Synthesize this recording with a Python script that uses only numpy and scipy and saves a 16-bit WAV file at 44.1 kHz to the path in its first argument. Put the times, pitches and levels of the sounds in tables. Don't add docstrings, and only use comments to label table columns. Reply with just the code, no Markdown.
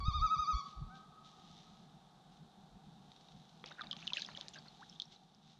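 import sys
import numpy as np
from scipy import signal
from scipy.fft import rfft, irfft
from scipy.io import wavfile
from scipy.ndimage import uniform_filter1d, map_coordinates

SR = 44100
rng = np.random.default_rng(int(sys.argv[2]) if len(sys.argv) > 2 else 0)


def output_pcm(signal):
    pcm = np.clip(np.atleast_2d(signal).T, -1, 1) * 32767
    wavfile.write(sys.argv[1], SR, np.round(pcm).astype(np.int16))


N = 246519
T = np.arange(N) / SR
LN_60DB = np.log(1000)
EDGE_HZ = 15000

# (frequency [Hz], level [dB])
HUSH_SPECTRUM = [(15, -47), (25, -12.5), (57, -16), (118, -15), (134, -5.5), (154, 0), (222, -3.5),
                 (260, -14.5), (400, -33.5), (1000, -74.5)]
# (frequency [Hz], level [dB])
MURMUR_SPECTRUM = [(150, -32.5), (280, -8), (381, -5.5), (575, -13.5), (764, 1.5), (924, -6.5),
                   (1100, -22.5), (1430, -35.5), (2420, -110)]
# (frequency [Hz], level [dB])
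AIR_SPECTRUM = [(700, -27.5), (1100, 7.5), (1500, 2), (2100, -8), (2800, -6), (3700, 4.5), (4600, -5),
                (6200, -9.5), (8000, -13.5), (11000, -20.5), (14500, -28)]
# (frequency [Hz], correlation [0-1])
AIR_LIKENESS = [(100, 1), (5000, 1), (8000, .96), (12000, .75), (15000, .6)]
HUSH_DB, MURMUR_DB, AIR_DB = -64, -68, -72.5

# (frequency [Hz], level [dB])
RUSTLE_SPECTRUM = [(600, -17), (1500, -13), (2500, -10.5), (3200, -1), (3700, 4.5), (4700, -6.5),
                   (6000, -6.5), (6800, -13.5), (7800, -23), (10000, -40.5), (14000, -56)]
# (peak time [s], rise [s], decay [s], level [dB])
RUSTLE_SWISHES = [(0.709, 0.063, 0.036, -63), (0.964, 0.025, 0.055, -65.5), (1.259, 0.02, 0.2, -64.5),
                  (1.599, 0.21, 0.21, -65), (2.341, 0.026, 0.052, -72), (2.86, 0.026, 0.04, -78),
                  (3.28, 0.29, 1, -70.5), (4.93, 0.57, 0.21, -67.5), (5.142, 0.036, 0.016, -61.5),
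                  (5.52, 0.084, 0.057, -67)]
# (time [s], level [dB])
RUSTLE_TICKS = [(2.321, -66), (2.372, -65), (3.118, -56), (3.163, -58), (3.211, -60.5), (3.286, -59.5),
                (3.3213, -59), (3.399, -65), (3.493, -58)]
RUSTLE_REST_DB = -79.5

# (time [s], level [dB], length [s], buffeting pitch [Hz])
WIND_PUFFS = [(0.061, -37.5, 0.094, 55.7), (0.084, -18.5, 0.0043, 72), (0.182, -35.5, 0.04, 70.9),
              (0.224, -32.5, 0.036, 37.2), (0.373, -44.5, 0.0076, 148), (0.399, -41, 0.013, 61.5),
              (0.554, -30, 0.016, 51.6), (0.787, -43.5, 0.018, 55.7), (0.824, -39, 0.0095, 141.8),
              (0.836, -45.5, 0.046, 39.1), (2.748, -60, 0.029, 47.1)]

# (frequency [Hz], level [dB])
SLOSH_SPECTRUM = [(100, -18), (300, 20.5), (650, -1.5), (1000, -0.5), (1700, 5), (2500, -1), (3500, 10),
                  (7000, -41)]
# (frequency [Hz], level [dB])
FIZZ_SPECTRUM = [(1200, -22), (2600, -3.5), (3700, 3.5), (5000, -2.5), (6400, -2), (7800, -15),
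                 (10000, -18), (14500, -43)]
# (peak time [s], decay [s], slosh level [dB], fizz level [dB])
BLADE_SPLASHES = [(3.66, 0.025, -63, -53.5), (3.71, 0.018, -53, -65), (3.794, 0.028, -59, -77),
                  (3.838, 0.015, -55, -62), (3.967, 0.36, -70, -60), (4.137, 0.095, -63, -48.5),
                  (4.172, 0.02, -55, -47), (4.223, 0.016, -59, -50), (4.294, 0.024, -57, -66),
                  (4.367, 0.057, -60, -57.5), (4.54, 0.028, -66, -53), (4.565, 0.021, -57.5, -64),
                  (4.66, 0.026, -64, -70)]
# (start [s], end [s])
STROKE_SPAN = (3.63, 4.46)
WASH_SLOSH_DB, WASH_FIZZ_DB = -67, -72
SPLASH_RISE_S = 0.004

# (frequency [Hz], level relative to KNOCK_DB [dB], t60 [s])
KNOCK_PARTIALS = [(500, -10, 0.044), (1000, -12, 0.013), (1280, 7, 0.0045), (1950, 8, 0.0035),
                  (3340, -0.5, 0.014)]
KNOCK_S, KNOCK_DB, KNOCK_RISE_S = 3.6408, -39, 0.0004

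# (time [s], peak level [dB], nominal bubble pitch [Hz], decay [ms])
WATER_DROPS = [(3.6604, -40, 4600, 0.84), (3.7218, -45.5, 3720, 2.4), (3.784, -48.5, 1460, 7),
               (3.794, -39, 1630, 4.6), (3.8104, -37, 1287, 5.4), (3.81, -41.5, 3720, 2.3),
               (3.8176, -36.5, 3480, 2), (3.8415, -50, 4480, 1.6), (3.87, -42.5, 3740, 1.6),
               (3.912, -29, 3210, 2.6), (3.92, -49, 4940, 1.8), (3.928, -52.5, 1180, 8),
               (3.9293, -31.5, 3080, 1.1), (3.9667, -36, 3000, 0.31), (4.0265, -42, 2500, 1.1),
               (4.0707, -33.5, 3480, 1.5), (4.0766, -25, 2910, 1.33), (4.1027, -39.5, 2660, 3),
               (4.122, -45, 1000, 5.5), (4.134, -24, 3320, 2), (4.1378, -39, 3360, 2.2),
               (4.163, -43, 1910, 3.6), (4.1702, -27, 2610, 2.3), (4.174, -38.5, 3020, 5.4),
               (4.182, -41, 1645, 4.5), (4.1898, -46, 2480, 1.6), (4.1963, -36.5, 4230, 0.7),
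               (4.22, -29.5, 3780, 1.5), (4.248, -37.5, 3360, 2.5), (4.2633, -40.5, 4830, 0.73),
               (4.288, -42, 990, 1.9), (4.2878, -44, 1820, 1.2), (4.3497, -41, 3090, 3),
               (4.3738, -35.5, 3330, 1.3), (4.4113, -30, 3250, 0.53), (4.4836, -31, 3740, 0.25),
               (4.49, -37, 6900, 0.32), (4.5353, -51, 3460, 2.3), (4.557, -49, 1650, 5.3),
               (4.575, -52, 1635, 5.2), (4.587, -45, 4530, 1.8), (4.683, -47.5, 4260, 2),
               (4.897, -45, 5270, 1.3), (4.927, -50.5, 3250, 1.6), (4.9593, -51, 3580, 2.5),
               (4.9997, -29, 3335, 2.1), (5.02, -29.5, 3550, 0.83), (5.055, -54.5, 5500, 1.5),
               (5.1614, -52, 3950, 1.8), (5.348, -53, 4970, 0.32)]
GENTLE_DB, HARD_DB = -49, -30
SINK, SINK_MS = .2, 2.8
# (frequency [Hz], level [dB])
SNAP_SPECTRUM = [(2500, -21), (6000, 12), (8500, -18), (14500, -27)]
SNAP_S, SNAP_DB, SPRAY_DB, SPRAY_S = 4.22, -35.5, -68, 0.025
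# (time [s], pitch [Hz], level [dB])
RISING_BUBBLE = [(4.795, 785, -58), (4.812, 843, -60.5), (4.823, 1140, -57.5), (4.832, 1600, -54),
                 (4.842, 2020, -77)]
# (frequency [Hz], gain [dB])
WATER_DULLING = [(6500, 0), (7700, -14.5), (10000, -17.5), (14000, -37)]

# (delay [s], level [dB])
SHORE_ECHOES = [(0.036, -17.5), (0.079, -12.5), (0.171, -25.5), (0.214, -21), (0.268, -30), (0.93, -34.5)]
# (frequency [Hz], t60 [s])
FAR_TREE_DECAY = [(500, 8.7), (1200, 3.45), (2400, 4.6), (4000, 2.1), (7000, .6)]
# (frequency [Hz], gain [dB])
SHORE_RETURN = [(1130, 4), (1220, -1.5), (1290, -2), (2400, -5.5), (3450, -9), (3850, -2), (4600, 1),
                (5600, -1.5)]
NEAR_T60_S = 0.6
RIPPLE_DB, RIPPLE_HZ = 1.6, 12
# (delay [s], level [dB])
SKIM_PATHS = [(0.0034, -11), (0.0083, -12.5), (0.0185, -12.5)]

# (time [s], pitch [Hz], fundamental level [dB])
HOOT_GLIDE = [(.895, 710, -68), (.915, 749, -61.5), (.945, 778, -59), (.975, 777, -73), (.99, 732, -87)]

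# (start [s], starting pitch [Hz], top pitch [Hz],
# top fundamental [dB], top third harmonic [dB], top fifth and sixth harmonics [dB])
LOON_WARBLES = [(0.004, 1156, 1129, -46.5, -65, -86), (0.043, 1089, 1256, -39.5, -55.5, -72),
                (0.122, 1058, 1235, -38, -51, -74.5), (0.203, 1073, 1282, -29.5, -55, -63),
                (0.288, 1101, 1281, -29, -53.5, -62.5), (0.369, 1084, 1256, -33.5, -60.5, -64),
                (0.458, 1099, 1266, -31.5, -61, -65.5), (0.541, 1069, 1144, -48.5, -54, -63)]
# (frequency [Hz], gain [dB])
THROAT_GAIN = [(2120, -4), (2250, -5.5), (2400, -5), (2560, -3), (4200, -2.5), (4400, 4.5), (4620, 3),
               (4850, 4), (5020, -11), (5150, -19), (5400, -5), (5750, -2), (6100, 3), (6400, -8),
               (6680, -28), (6830, -3.5), (6950, -29)]
# (frequency [Hz], gain [dB])
THIRD_GAIN = [(3230, -1.5), (3400, 4), (3520, 1), (3680, 8.5), (3770, 5.5), (3840, -10)]
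CALL_END_S, END_HZ, END_FADE_S = 0.62, 1062, 0.0062
ARCH_SKEW, ARCH_FLAT = 0.91, 0.89
LOUD_FLAT = 1.66
TURN_S = 0.0023
DIP_DB, DIP_THIRD_DB, DIP_FIFTH_DB = -48.5, -68.5, -66.5
EVEN_DB = -59.5
JITTER, SHIMMER_DB, FLUTTER_DB = 0.0026, 1.3, 2.8


def amp(db):
    return 10 ** (np.asarray(db) / 20)


def unit(x):
    return x / np.sqrt(np.mean(x ** 2) + 1e-20)


def noise(count=N):
    return rng.standard_normal(count)


def read(points, hz):
    f, value = np.transpose(points)
    return np.interp(np.log(hz + 1), np.log(f + 1), value)


def add(mix, s, sound):
    part = mix[max(round(s * SR), 0):][:len(sound)]
    part += sound[:len(part)]


def shade(x, spectrum):
    return irfft(rfft(x) * amp(read(spectrum, np.fft.rfftfreq(N, 1 / SR))), N)


def colour(x, spectrum):
    return unit(shade(x, spectrum))


def wander(rate_hz):
    hz = np.fft.rfftfreq(N, 1 / SR)
    return unit(irfft(rfft(noise()) / (1 + (hz / rate_hz) ** 4), N))


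def glide(s, values):
    return map_coordinates(values, [np.interp(T, s, np.arange(len(s)))], order=3, mode="nearest")


def during(s, fade=0.00021):
    return np.clip((T - s[0]) / fade, 0, 1) * np.clip((s[-1] - T) / fade + 1, 0, 1)


def swell(s, rise_s, decay_s):
    return np.exp(-(np.minimum(T - s, 0) / rise_s) ** 2 - np.maximum(T - s, 0) / decay_s)


def whistle(rows, overtones_db, jitter=0):
    s, hz, db = np.transpose(rows)
    phase = 2 * np.pi * np.cumsum(glide(s, hz) * (1 + jitter * wander(120))) / SR
    tone = np.sin(phase)
    for k, level in enumerate(overtones_db, 2):
        tone += amp(level) * np.sin(k * phase)
    return np.sqrt(2) * during(s) * amp(np.interp(T, s, db)) * tone


def hush(waver_db=3.0, late_db=-4.0, murmur_late_db=-5):
    late = np.interp(T, [4.8, 5.4], [0, 1])
    low = amp(HUSH_DB + waver_db * wander(9)) * colour(noise(), HUSH_SPECTRUM)
    murmur = amp(MURMUR_DB + murmur_late_db * late) * colour(noise(), MURMUR_SPECTRUM)
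    mid, side = (amp(AIR_DB) * colour(noise(), AIR_SPECTRUM) for _ in range(2))
    same = np.clip(read(AIR_LIKENESS, np.fft.rfftfreq(N, 1 / SR)), 0, 1)
    side = irfft(rfft(side) * np.sqrt((1 - same) / (1 + same)), N)
    return murmur + (low + mid + np.array([side, -side])) * amp(late_db * late)


def rustle(grains_per_s=500, grain_share=0.86, tick_s=0.0033):
    grains = unit(noise() * (rng.random(N) < grains_per_s / SR))
    hiss = colour(noise() + grain_share * grains, RUSTLE_SPECTRUM)
    power = amp(RUSTLE_REST_DB) ** 2
    for s, rise_s, decay_s, db in RUSTLE_SWISHES:
        power = power + (amp(db) * swell(s, rise_s, decay_s)) ** 2
    ticks = sum(amp(db) * swell(s, tick_s / 10, tick_s) for s, db in RUSTLE_TICKS)
    return np.sqrt(power) * hiss + ticks * colour(noise(), RUSTLE_SPECTRUM)


def wind(rumble_db=-12):
    push, strength = np.zeros(N), np.zeros(N)
    for s, db, length, hz in WIND_PUFFS:
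        shape = amp(db) * np.exp(-((T - s) / length) ** 2)
        push -= shape * np.cos(2 * np.pi * hz * (T - s))
        strength += shape
    spectrum = [(15, -4.5), (35, -11.5), (70, 5.5), (150, -2.0), (230, -23.5), (350, -37),
                (900, -71.5), (3000, -100)]
    return push + amp(rumble_db) * strength * colour(noise(), spectrum)


def bubble(hz, decay_ms, force, rise_ms=0.14, sag=0.56, tick_db=-27.0):
    ms = np.arange(SR // 30) * 1000 / SR
    shape = np.exp(-ms / decay_ms) * (1 - np.exp(-ms * force / rise_ms))
    bend = force * (sag * np.exp(-ms / 0.18) + SINK * (np.exp(-ms / SINK_MS) - .5))
    phase = 2 * np.pi * np.cumsum(hz * (1 + bend)) / SR
    tick = signal.lfilter(*signal.butter(2, [1500, 8000], "band", fs=SR), noise(len(ms)))
    splat = amp(tick_db) * np.sqrt(force / decay_ms) * unit(tick) * np.exp(-ms / .5)
    return shape / shape.max() * np.sin(phase) + splat


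def froth(low_hz, high_hz, per_s, cycles, spread_db, count=24):
    out = np.zeros(N)
    for hz in np.geomspace(low_hz, high_hz, count):
        strengths = amp(spread_db * np.minimum(rng.exponential(1, N), 3.5))
        births = (rng.random(N) < per_s / count / SR) * strengths
        ring = bubble(hz, 1000 * cycles / hz, rng.uniform(.15, .6))
        out += signal.oaconvolve(births, ring)[:N]
    return unit(out)


def stir():
    wash = during(STROKE_SPAN, 0.063)
    slosh_power = (amp(WASH_SLOSH_DB) * wash) ** 2
    fizz_power = (amp(WASH_FIZZ_DB) * wash) ** 2
    for s, decay_s, slosh_db, fizz_db in BLADE_SPLASHES:
        splash = swell(s, SPLASH_RISE_S, decay_s)
        slosh_power += (amp(slosh_db) * splash) ** 2
        fizz_power += (amp(fizz_db) * splash) ** 2
    slosh = colour(froth(609, 2690, 1200, 6.5, 4.2) + .3 * noise(), SLOSH_SPECTRUM)
    fizz = colour(froth(2200, 7000, 2000, 5, 4.6) + .3 * noise(), FIZZ_SPECTRUM)
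    return np.sqrt(slosh_power) * slosh + np.sqrt(fizz_power) * fizz


def knock():
    t, out = np.arange(SR // 10) / SR, np.zeros(N)
    ring = np.zeros(len(t))
    for hz, db, t60 in KNOCK_PARTIALS:
        ring += amp(db) * np.exp(-LN_60DB * t / t60) * np.sin(2 * np.pi * hz * t)
    add(out, KNOCK_S, np.minimum(t / KNOCK_RISE_S, 1) * ring)
    return amp(KNOCK_DB) * out


def drips():
    out = np.zeros(N)
    for s, db, hz, decay_ms in WATER_DROPS:
        force = np.interp(db, [GENTLE_DB, HARD_DB], [.2, 1])
        add(out, s, amp(db) * bubble(hz, decay_ms, force))
    return out


def snap(decay_s=0.00036):
    crack = amp(SNAP_DB) * swell(SNAP_S, decay_s / 2, decay_s)
    spray = amp(SPRAY_DB) * swell(SNAP_S, SPRAY_S, SPRAY_S)
    return (crack + spray) * colour(noise(), SNAP_SPECTRUM)


def hull(x, scatter_db=-13, t60=0.12):
    t = np.arange(SR // 10) / SR
    scatter = noise(len(t)) * np.exp(-LN_60DB * t / t60) * (t > .002)
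    return x + amp(scatter_db) * signal.fftconvolve(x, unit(scatter) / np.sqrt(len(t)))[:N]


def shore(x, near_db=-17, far_db=-19):
    t = np.arange(2 * SR) / SR
    hz, frame_s, z = signal.stft(noise(len(t)), SR, nperseg=256)
    decay = amp(-60 * frame_s / read(FAR_TREE_DECAY, hz)[:, None])
    far = signal.istft(z * decay, SR, nperseg=256)[1][:len(t)]
    far *= np.sqrt(2 * LN_60DB / (SR * read(FAR_TREE_DECAY, 1400))) * np.minimum(t / 0.034, 1)
    near = noise(len(t)) * np.exp(-LN_60DB * t / NEAR_T60_S) * np.minimum(t / 0.019, 1)
    response = amp(far_db) * far + amp(near_db) * near / np.linalg.norm(near)
    for delay, db in SHORE_ECHOES:
        add(response, delay, amp([db]))
    return signal.fftconvolve(x, response)[:N] * unit(amp(RIPPLE_DB * wander(RIPPLE_HZ)))


def branches(x, t60=0.56):
    t = np.arange(SR // 2) / SR
    scatter = noise(len(t)) * np.exp(-LN_60DB * t / t60) * np.minimum(t / 0.0026, 1)
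    return signal.fftconvolve(x, scatter / np.linalg.norm(scatter))[:N]


def skim(x):
    out = x.copy()
    for delay, db in SKIM_PATHS:
        add(out, delay, amp(db) * x)
    return out


def tremolo():
    start, low_hz, top_hz, first_db, third_db, fifth_db = np.transpose(LOON_WARBLES)
    turns = [*start, CALL_END_S]
    place = np.interp(T, turns, np.arange(len(turns)))
    warble = np.minimum(place.astype(int), len(start) - 1)
    arch = np.tanh(ARCH_FLAT * np.sin(np.pi * (place % 1) ** ARCH_SKEW)) / np.tanh(ARCH_FLAT)
    pulse = np.tanh(LOUD_FLAT * np.sin(np.pi * place) ** 2) / np.tanh(LOUD_FLAT)
    dip_hz = np.interp(T, turns, [*low_hz, END_HZ])

    def course(dip, top, shape):
        return uniform_filter1d(dip + (top[warble] - dip) * shape, max(round(TURN_S * SR), 1))

    return (course(dip_hz, top_hz, arch), course(DIP_DB, first_db, pulse),
            course(DIP_THIRD_DB, third_db, arch), course(DIP_FIFTH_DB, fifth_db, arch))


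def loon():
    pitch, first_db, third_db, fifth_db = tremolo()
    hz = pitch * (1 + JITTER * wander(280))
    phase = 2 * np.pi * np.cumsum(hz) / SR
    first = amp(first_db) * np.sin(phase)
    third_level = third_db + read(THIRD_GAIN, 3 * hz) + SHIMMER_DB * wander(70)
    overtones = amp(third_level) * np.sin(3 * phase)
    for k, db in {2: EVEN_DB, 4: EVEN_DB, 5: fifth_db, 6: fifth_db}.items():
        level = db + read(THROAT_GAIN, k * hz) + FLUTTER_DB * wander(45)
        overtones += amp(level) * np.sin(k * phase)
    voice = during([LOON_WARBLES[0][0], CALL_END_S]) * np.clip((CALL_END_S - T) / END_FADE_S, 0, 1)
    return np.sqrt(2) * voice * np.array([first, overtones])


def scene():
    drops = hull(drips() + knock()) + whistle(RISING_BUBBLE, overtones_db=(-24,))
    water = shade(drops, WATER_DULLING) + stir() + snap()
    hoot = whistle(HOOT_GLIDE, overtones_db=(-3, -21), jitter=0.0035)
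    first, overtones = loon()
    call = first + skim(overtones) + amp(-11) * branches(overtones)
    echoes = shore(shade(first + overtones, SHORE_RETURN) + hoot + amp(-20.0) * water)
    birds = call + hoot + amp(-10.0) * branches(hoot) + echoes
    return hush() + rustle() + wind() + water + birds * amp([[.3], [-.3]])


def record(dry):
    low_pass = signal.firwin(511, EDGE_HZ, window=("kaiser", 9), fs=SR)
    return signal.oaconvolve(dry, low_pass[None], "same")


dry = scene()
out = record(dry)
output_pcm(out)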